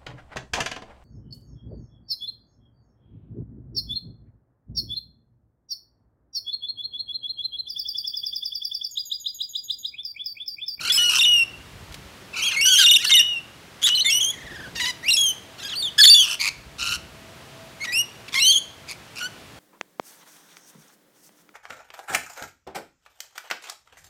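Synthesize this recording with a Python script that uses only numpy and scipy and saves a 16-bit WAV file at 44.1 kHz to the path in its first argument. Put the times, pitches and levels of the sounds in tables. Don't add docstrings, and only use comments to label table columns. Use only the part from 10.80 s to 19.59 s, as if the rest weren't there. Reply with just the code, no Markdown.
import sys
import numpy as np
from scipy import signal
from scipy.fft import rfft, irfft, next_fast_len
from scipy.io import wavfile
from scipy.ndimage import uniform_filter1d

SR = 44100
rng = np.random.default_rng(int(sys.argv[2]) if len(sys.argv) > 2 else 0)


def wav_out(sig):
    wavfile.write(sys.argv[1], SR, np.round(np.clip(np.atleast_2d(sig).T, -1, 1) * 32767).astype(np.int16))


N = 387638
TIME = np.arange(N) / SR
EDGE_HZ = 15780

# start_s, end_s, low_hz, high_hz, cycle_s, level_db
YODELS = [(.392, .454, 2750, 3670, 0.041, -17.5), (2.041, 2.171, 2830, 3690, .049, -12.5),
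          (2.317, 2.415, 2915, 3787, .052, -12.5), (3.15, 3.207, 2994, 4200, 0.052, -21.5),
          (5.215, 5.305, 3453, 4517, .042, -8.5)]
HIGH_OVERTONES_DB, LOW_OVERTONES_DB = -16, -8
HIGH_SHARE = .45
HIGH_DROOP, LOW_LIFT = .07, 0.053
YODEL_SCATTER = .014

# leap_s, end_s, leap_hz, top_hz, lead_rise, lead_db, fundamental_db, overtones_db
SCREECHES = [(1.812, 1.89, 2660, 2987, .025, -24, -19.5, -21),
             (3.3, 3.387, 2598, 2980, .045, -25, -24, -23.5),
             (4.283, 4.304, 2750, 2796, 0.17, -32.5, -17, -26.5),
             (7.122, 7.214, 2353, 2880, 0.025, -34, -24.5, -27),
             (7.599, 7.709, 2588, 3220, 0.035, -26, -17.5, -21)]
LEAD_S, LEAD_RATIO, LEAD_OVERTONES_DB = .048, 0.823, -9
CLIMB_AT_MIDDLE = .72

# start_s, end_s, first_hz, last_hz, fundamental_db, overtones_db
WHISTLES = [(0.1, .121, 3400, 3450, -18, -52), (.121, 0.182, 2567, 2615, -38.5, -21.5),
            (.177, 0.306, 2940, 2870, -19.5, -30), (0.451, 0.634, 2925, 2693, -17, -31.5),
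            (3.207, 3.224, 3870, 4280, -19, -44), (4.33, 4.368, 2810, 2500, -29, -22),
            (2.303, 2.415, 2155, 1750, -28.5, -40), (2.415, 2.588, 2952, 2696, -25, -46.5),
            (3.037, 3.072, 3380, 3950, -17, -25), (3.096, 3.15, 2910, 3025, -20.5, -43),
            (3.254, 3.33, 3605, 2880, -23.5, -31), (3.435, 3.508, 3124, 3380, -27, -28.5),
            (4.369, 4.516, 3342, 3002, -22, -26), (5.026, 5.089, 3680, 2980, -28, -44.5),
            (5.299, 5.347, 4610, 4564, -6.5, -20.5), (5.294, 5.41, 2765, 3080, -25, -28.5),
            (5.343, 5.447, 3500, 2827, -12.5, -22), (7.01, 7.052, 2120, 2270, -33, -41),
            (7.725, 7.775, 3420, 3020, -21, -33), (7.72, 7.785, 3094, 3360, -23.5, -27),
            (8.408, 8.469, 1436, 1510, -35, -35)]
GLIDE_AT_MIDDLE = .24

# start_s, end_s, top_hz, level_db
PEEPS = [(1.619, 1.702, 3317, -26.5), (1.888, 1.964, 3310, -17.5), (1.952, 2.026, 3177, -17),
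         (2.268, 2.283, 4530, -22), (3.403, 3.435, 3346, -21.5), (4.305, 4.33, 4180, -18.5),
         (4.955, 5.016, 4630, -30.5), (7.595, 7.655, 4160, -24.5), (7.659, 7.726, 4510, -22)]
PEEP_RISE, PEEP_FALL = .13, 0.1176

# start_s, end_s, first_hz, last_hz, level_db
HONKS = [(0.175, .287, 1380, 1415, -32.5), (1.859, 1.958, 1518, 1452, -22), (1.991, 2.051, 1627, 1382, -15),
         (3.959, 3.998, 935, 870, -33), (3.999, 4.05, 957, 930, -27), (4.053, 4.107, 977, 967, -27.5),
         (4.833, 4.885, 1584, 1597, -36.5), (5.188, 5.218, 1700, 1630, -11),
         (7.043, 7.056, 1475, 940, -30.5), (7.482, 7.491, 1396, 970, -39.5),
         (7.547, 7.595, 1015, 1101, -27)]
HONK_ARCH = 0.0278

# start_s, end_s, pitch_hz, level_db, flutter_hz, roughness
RASPS = [(.294, 0.401, 2802, -22, 96, 0.42), (1.973, 2.04, 3850, -23, 123.7, 0.63),
         (2.244, 2.255, 2837, -19.5, 68.63, 0.34), (2.293, 2.321, 3040, -19.5, 125, 0.41),
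         (3.024, 3.036, 3340, -27.5, 110.7, 0.55), (3.06, 3.102, 3247, -22, 94, 0.53),
         (5.236, 5.248, 3450, -11, 80, 0.47), (5.419, 5.551, 2813, -27, 89.5, 0.43),
         (5.6, 5.687, 2330, -22, 110.1, 0.5), (5.99, 6.16, 1388, -28, 132.2, 0.3),
         (7.53, 7.546, 1176, -29.5, 82.7, .55), (8.079, 8.126, 2360, -37, 119, 0.56),
         (8.361, 8.415, 2600, -38, 96, 0.5)]
RASP_RISE = 0.0305

# start_s, end_s, first_hz, last_hz, fundamental_db, overtones_db, flutter_hz
WARBLES = [(0.0, 0.103, 1355, 1518, -40.5, -31, 51), (1.536, 1.762, 2498, 2676, -32.5, -46.5, 36.7),
           (3.527, 3.89, 2040, 1550, -45, -54.5, 19.8), (4.884, 4.955, 3830, 2860, -35, -49, 31.4)]
WARBLE_ROUGH = .33

# frequency_hz, level_db
THROAT = [(1800, 6), (3400, 6.5), (4600, 3), (6700, -3), (8000, -9.5), (11500, -12.5), (15500, -25)]
EVEN_HZ, OVERTONES_DB_PER_OCTAVE = 2446, -13

# start_s, end_s, chirp_db
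SQUABBLES = [(0.0, 0.391, -37), (1.522, 1.76, -36), (1.847, 2.04, -25.5), (2.121, 2.296, -33),
             (4.75, 4.953, -45.5)]
CHIRPS_PER_S, CHIRP_S = 32, .035
CHIRP_LOW_HZ, CHIRP_HIGH_HZ = 1299, 3604
CHIRP_SLIDE = .15

# start_s, level_db
TAPS = [(1.123, -39), (1.143, -33.5)]

# nearest_s, fade_s, half_hz, level_db
FLIGHTS = [(1.032, 0.32, 87, -45), (3.805, 0.24, 385, -44), (6.106, 0.38, 117, -45)]

# frequency_hz, level_db
WASH = [(25, -27), (60, -6.5), (115, 0), (170, -3.5), (500, -8.5), (3000, -13), (9000, -25), (15500, -31.5)]
WASH_DB = -45.5


def gain_of(db):
    return 10 ** (np.asarray(db) / 20)


def evened(x):
    return x / np.sqrt(np.mean(x ** 2) + 1e-20)


def read(points, hz):
    f, value = np.transpose(points)
    return np.interp(np.log(hz + 1), np.log(f + 1), value)


def add(mix, s, sound):
    part = mix[max(round(s * SR), 0):][:len(sound)]
    part += sound[:len(part)]


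def noise(size, shape):
    full = next_fast_len(size + SR // 10)
    spectrum = rfft(rng.standard_normal(full)) * shape(np.fft.rfftfreq(full, 1 / SR))
    return evened(irfft(spectrum, full))[:size]


def wander(size, hz):
    return noise(size, lambda f: 1 / (1 + (f / hz) ** 4))


def voiced(hz, db):
    overtones_db = OVERTONES_DB_PER_OCTAVE * np.log2(hz / EVEN_HZ)
    tone_db = db - 10 * np.log10(1 + gain_of(overtones_db) ** 2)
    return tone_db, tone_db + overtones_db


def glide(start, end, first_hz, last_hz, tone_db, overtones_db, at_middle):
    middle_hz = first_hz + at_middle * (last_hz - first_hz)
    return start, end, first_hz, middle_hz, last_hz, tone_db, overtones_db


def yodel(start, end, low_hz, high_hz, cycle_s, db):
    shortest_s = .008
    notes = []
    for s in np.arange(start, end, cycle_s):
        flip = s + HIGH_SHARE * cycle_s
        high = (s, flip, high_hz, -HIGH_DROOP, HIGH_OVERTONES_DB)
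        low = (flip, s + cycle_s, low_hz, LOW_LIFT, LOW_OVERTONES_DB)
        for on, off, hz, bend, overtones_db in [high, low]:
            if on < end - shortest_s:
                pitch = hz * (1 + YODEL_SCATTER * rng.standard_normal())
                arch = pitch * (1 + bend / 2), pitch, pitch * (1 + bend)
                notes.append((on, min(off, end), *arch, db, db + overtones_db))
    return notes


def screech(leap, end, leap_hz, top_hz, lead_rise, lead_db, tone_db, overtones_db):
    hz = LEAD_RATIO * leap_hz
    arch = hz * (1 - lead_rise), hz, hz * (1 + lead_rise)
    lead = (leap - LEAD_S, leap, *arch, lead_db, lead_db + LEAD_OVERTONES_DB)
    return [lead, glide(leap, end, leap_hz, top_hz, tone_db, overtones_db, CLIMB_AT_MIDDLE)]


def peep(start, end, top_hz, db):
    return start, end, top_hz * (1 - PEEP_RISE), top_hz, top_hz * (1 - PEEP_FALL), *voiced(top_hz, db)


def honk(start, end, first_hz, last_hz, db):
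    middle_hz = (first_hz + last_hz) / 2 * (1 + HONK_ARCH)
    return start, end, first_hz, middle_hz, last_hz, *voiced(middle_hz, db)


def clear_notes():
    yodels = [note for row in YODELS for note in yodel(*row)]
    screeches = [note for row in SCREECHES for note in screech(*row)]
    whistles = [glide(*row, GLIDE_AT_MIDDLE) for row in WHISTLES]
    peeps = [peep(*row) for row in PEEPS]
    honks = [honk(*row) for row in HONKS]
    return yodels + screeches + whistles + peeps + honks


def harsh_notes():
    rasps = [(start, end, hz * (1 - RASP_RISE), hz * (1 + RASP_RISE), *voiced(hz, db), flutter_hz, rough)
             for start, end, hz, db, flutter_hz, rough in RASPS]
    return rasps + [(*row, WARBLE_ROUGH) for row in WARBLES]


def syllable(start, end, soft_s=.018):
    joint_s, reach_s = .004, .012
    starts, ends = np.transpose([note[:2] for note in clear_notes() + harsh_notes()])
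    following = starts[abs(starts - end).argmin()]
    rise = joint_s if abs(ends - start).min() < reach_s else soft_s
    end, fall = (following, joint_s) if abs(following - end) < reach_s else (end, soft_s)
    length = max(end - start, reach_s)
    t = np.arange(-rise / 2, length + fall / 2, 1 / SR)
    gate = np.clip(np.minimum((t - t[0]) / rise, (t[-1] - t) / fall), 0, 1)
    return np.clip(t / length, 0, 1), np.sin(np.pi / 2 * gate) ** 0.84, start - rise / 2


def syrinx(hz, tone_db, overtones_db, half_db, shimmer_db=3.5):
    phase = 2 * np.pi * (np.cumsum(hz) / SR + rng.random())
    overtones = np.zeros(len(hz))
    for k in range(2, int(EDGE_HZ / hz.mean()) + 2):
        colour_db = read(THROAT, abs(k * hz)) + shimmer_db * wander(len(hz), 62)
        overtones += gain_of(colour_db) * (k * hz < SR / 2) * np.sin(k * phase)
    doubling = 1 + gain_of(half_db) * wander(len(hz), 34) * np.sin(phase / 2)
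    tone = gain_of(tone_db) * evened(np.sin(phase))
    return doubling * (tone + gain_of(overtones_db) * evened(overtones))


def whistle(start, end, first_hz, middle_hz, last_hz, tone_db, overtones_db,
            waver=0.0038, jitter_hz=20, break_hz=115, settle_s=0.011, sag_db_per_octave=45):
    u, gate, onset = syllable(start, end)
    hz = np.polyval(np.polyfit([0, .5, 1], [first_hz, middle_hz, last_hz], 2), u)
    sag_db = sag_db_per_octave * min((end - start) / 0.13, 1) * np.log2(hz / hz.max())
    effort_db = sag_db + wander(len(u), 55)
    unsteady_hz = jitter_hz + break_hz * np.exp(-TIME[:len(u)] / settle_s)
    hz = hz * (1 + waver * wander(len(u), 91)) + unsteady_hz * wander(len(u), 940)
    return onset, gate * evened(gain_of(effort_db)) * syrinx(hz, tone_db, overtones_db, half_db=-39.5)


def rasp(start, end, first_hz, last_hz, tone_db, overtones_db, flutter_hz, rough,
         swing=0.076, throb_db=10.0, rattle_hz=1500, swell_db=6):
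    u, gate, onset = syllable(start, end)
    flutter = flutter_hz * (1 + 0.89 * rough * wander(len(u), flutter_hz))
    beat = 2 * np.pi * np.cumsum(flutter) / SR
    chaos = .08 * rough * wander(len(u), 340)
    hz = (first_hz + (last_hz - first_hz) * u) * (1 + swing * np.sin(beat) + chaos)
    rattle = rattle_hz * (1 + .18 * wander(len(u), 340))
    second = np.sin(2 * np.pi * np.cumsum(rattle) / SR)
    effort_db = swell_db * np.sin(2 * u) - throb_db * rough * np.cos(beat)
    strength = evened(gain_of(effort_db) * (1 + rough * second))
    return onset, gate * strength * syrinx(hz, tone_db, overtones_db, half_db=-15)


def squabble(start, end, db):
    notes = []
    for when, height, slide in rng.random((round(CHIRPS_PER_S * (end - start)), 3)):
        s = start + when * (end - start - CHIRP_S)
        hz = CHIRP_LOW_HZ * (CHIRP_HIGH_HZ / CHIRP_LOW_HZ) ** height
        last_hz = hz * (1 + 2 * CHIRP_SLIDE * (2 * slide - 1))
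        notes.append(glide(s, s + CHIRP_S, hz, last_hz, *voiced(hz, db), CLIMB_AT_MIDDLE))
    return notes


def taps(centre_hz=3000, t60_s=0.046):
    out, t = np.zeros(N), TIME[:SR // 10]
    for s, db in TAPS:
        burst = noise(len(t), lambda f: 1 / (1 + np.log((f + 1) / centre_hz) ** 2 * 2))
        add(out, s, gain_of(db - 60 * t / t60_s) * burst)
    return out


def balcony(x, near_db=-15, near_t60_s=0.31, far_db=-22, far_t60_s=0.53, dull_hz=6000):
    t = TIME[:SR]
    sparse = rng.standard_normal(SR) * (rng.random(SR) < 1500 / SR)
    near = sparse * gain_of(-60 * t / near_t60_s)
    far = noise(SR, lambda f: 1 / (1 + (f / dull_hz) ** 2)) * gain_of(-60 * t / far_t60_s)
    echoes = gain_of(near_db) * near / np.linalg.norm(near) + gain_of(far_db) * far / np.linalg.norm(far)
    return x + signal.fftconvolve(x, echoes * (t > .002))[:N]


def wings(beats_per_s=12.9, beat_db=7):
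    out = np.zeros(N)
    for nearest, fade, half_hz, db in FLIGHTS:
        air = noise(N, lambda f: (f > 45) / (1 + (f / half_hz) ** 2))
        beats = evened(gain_of(beat_db * np.cos(2 * np.pi * beats_per_s * (TIME - nearest))))
        out += gain_of(db) * np.exp(-((TIME - nearest) / fade) ** 2) * beats * air
    return out


def outdoors(hum_hz=656, hum_db=-57.0, hum_peak_s=6.3, hum_fade_s=2.74):
    wash = gain_of(WASH_DB) * noise(N, lambda f: gain_of(read(WASH, f)))
    hum = noise(N, lambda f: 1 / (1 + (f - hum_hz) ** 2 / 10))
    return wash + gain_of(hum_db) * np.exp(-((TIME - hum_peak_s) / hum_fade_s) ** 2) * hum


def scene(flock_db=3.0, lowest_hz=950):
    flock = np.zeros(N)
    for note in clear_notes() + [note for row in SQUABBLES for note in squabble(*row)]:
        add(flock, *whistle(*note))
    for note in harsh_notes():
        add(flock, *rasp(*note))
    beak = signal.cheby1(6, .5, lowest_hz, "high", fs=SR, output="sos")
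    flock = signal.sosfilt(beak, flock)
    return (balcony(gain_of(flock_db) * flock + taps()) + wings() + outdoors())[None]


def record(dry, knee_db=-20, squeeze=0.23, recovery_db_per_s=14):
    power_db = 10 * np.log10(abs(uniform_filter1d(dry[0] ** 2, size=400)) + 1e-12)
    fall_db = recovery_db_per_s * TIME
    tracked_db = np.maximum.accumulate(power_db + fall_db) - fall_db
    over_db = np.maximum(tracked_db - knee_db, 0)
    ducked = dry / gain_of(squeeze * over_db)
    rounded = ducked / (1 + abs(ducked) ** 10) ** (1 / 10)
    band_limit = signal.firwin(511, EDGE_HZ, window=("kaiser", 10), fs=SR)
    return signal.oaconvolve(rounded, band_limit[None], "same")


dry = scene()
out = record(dry)
wav_out(out)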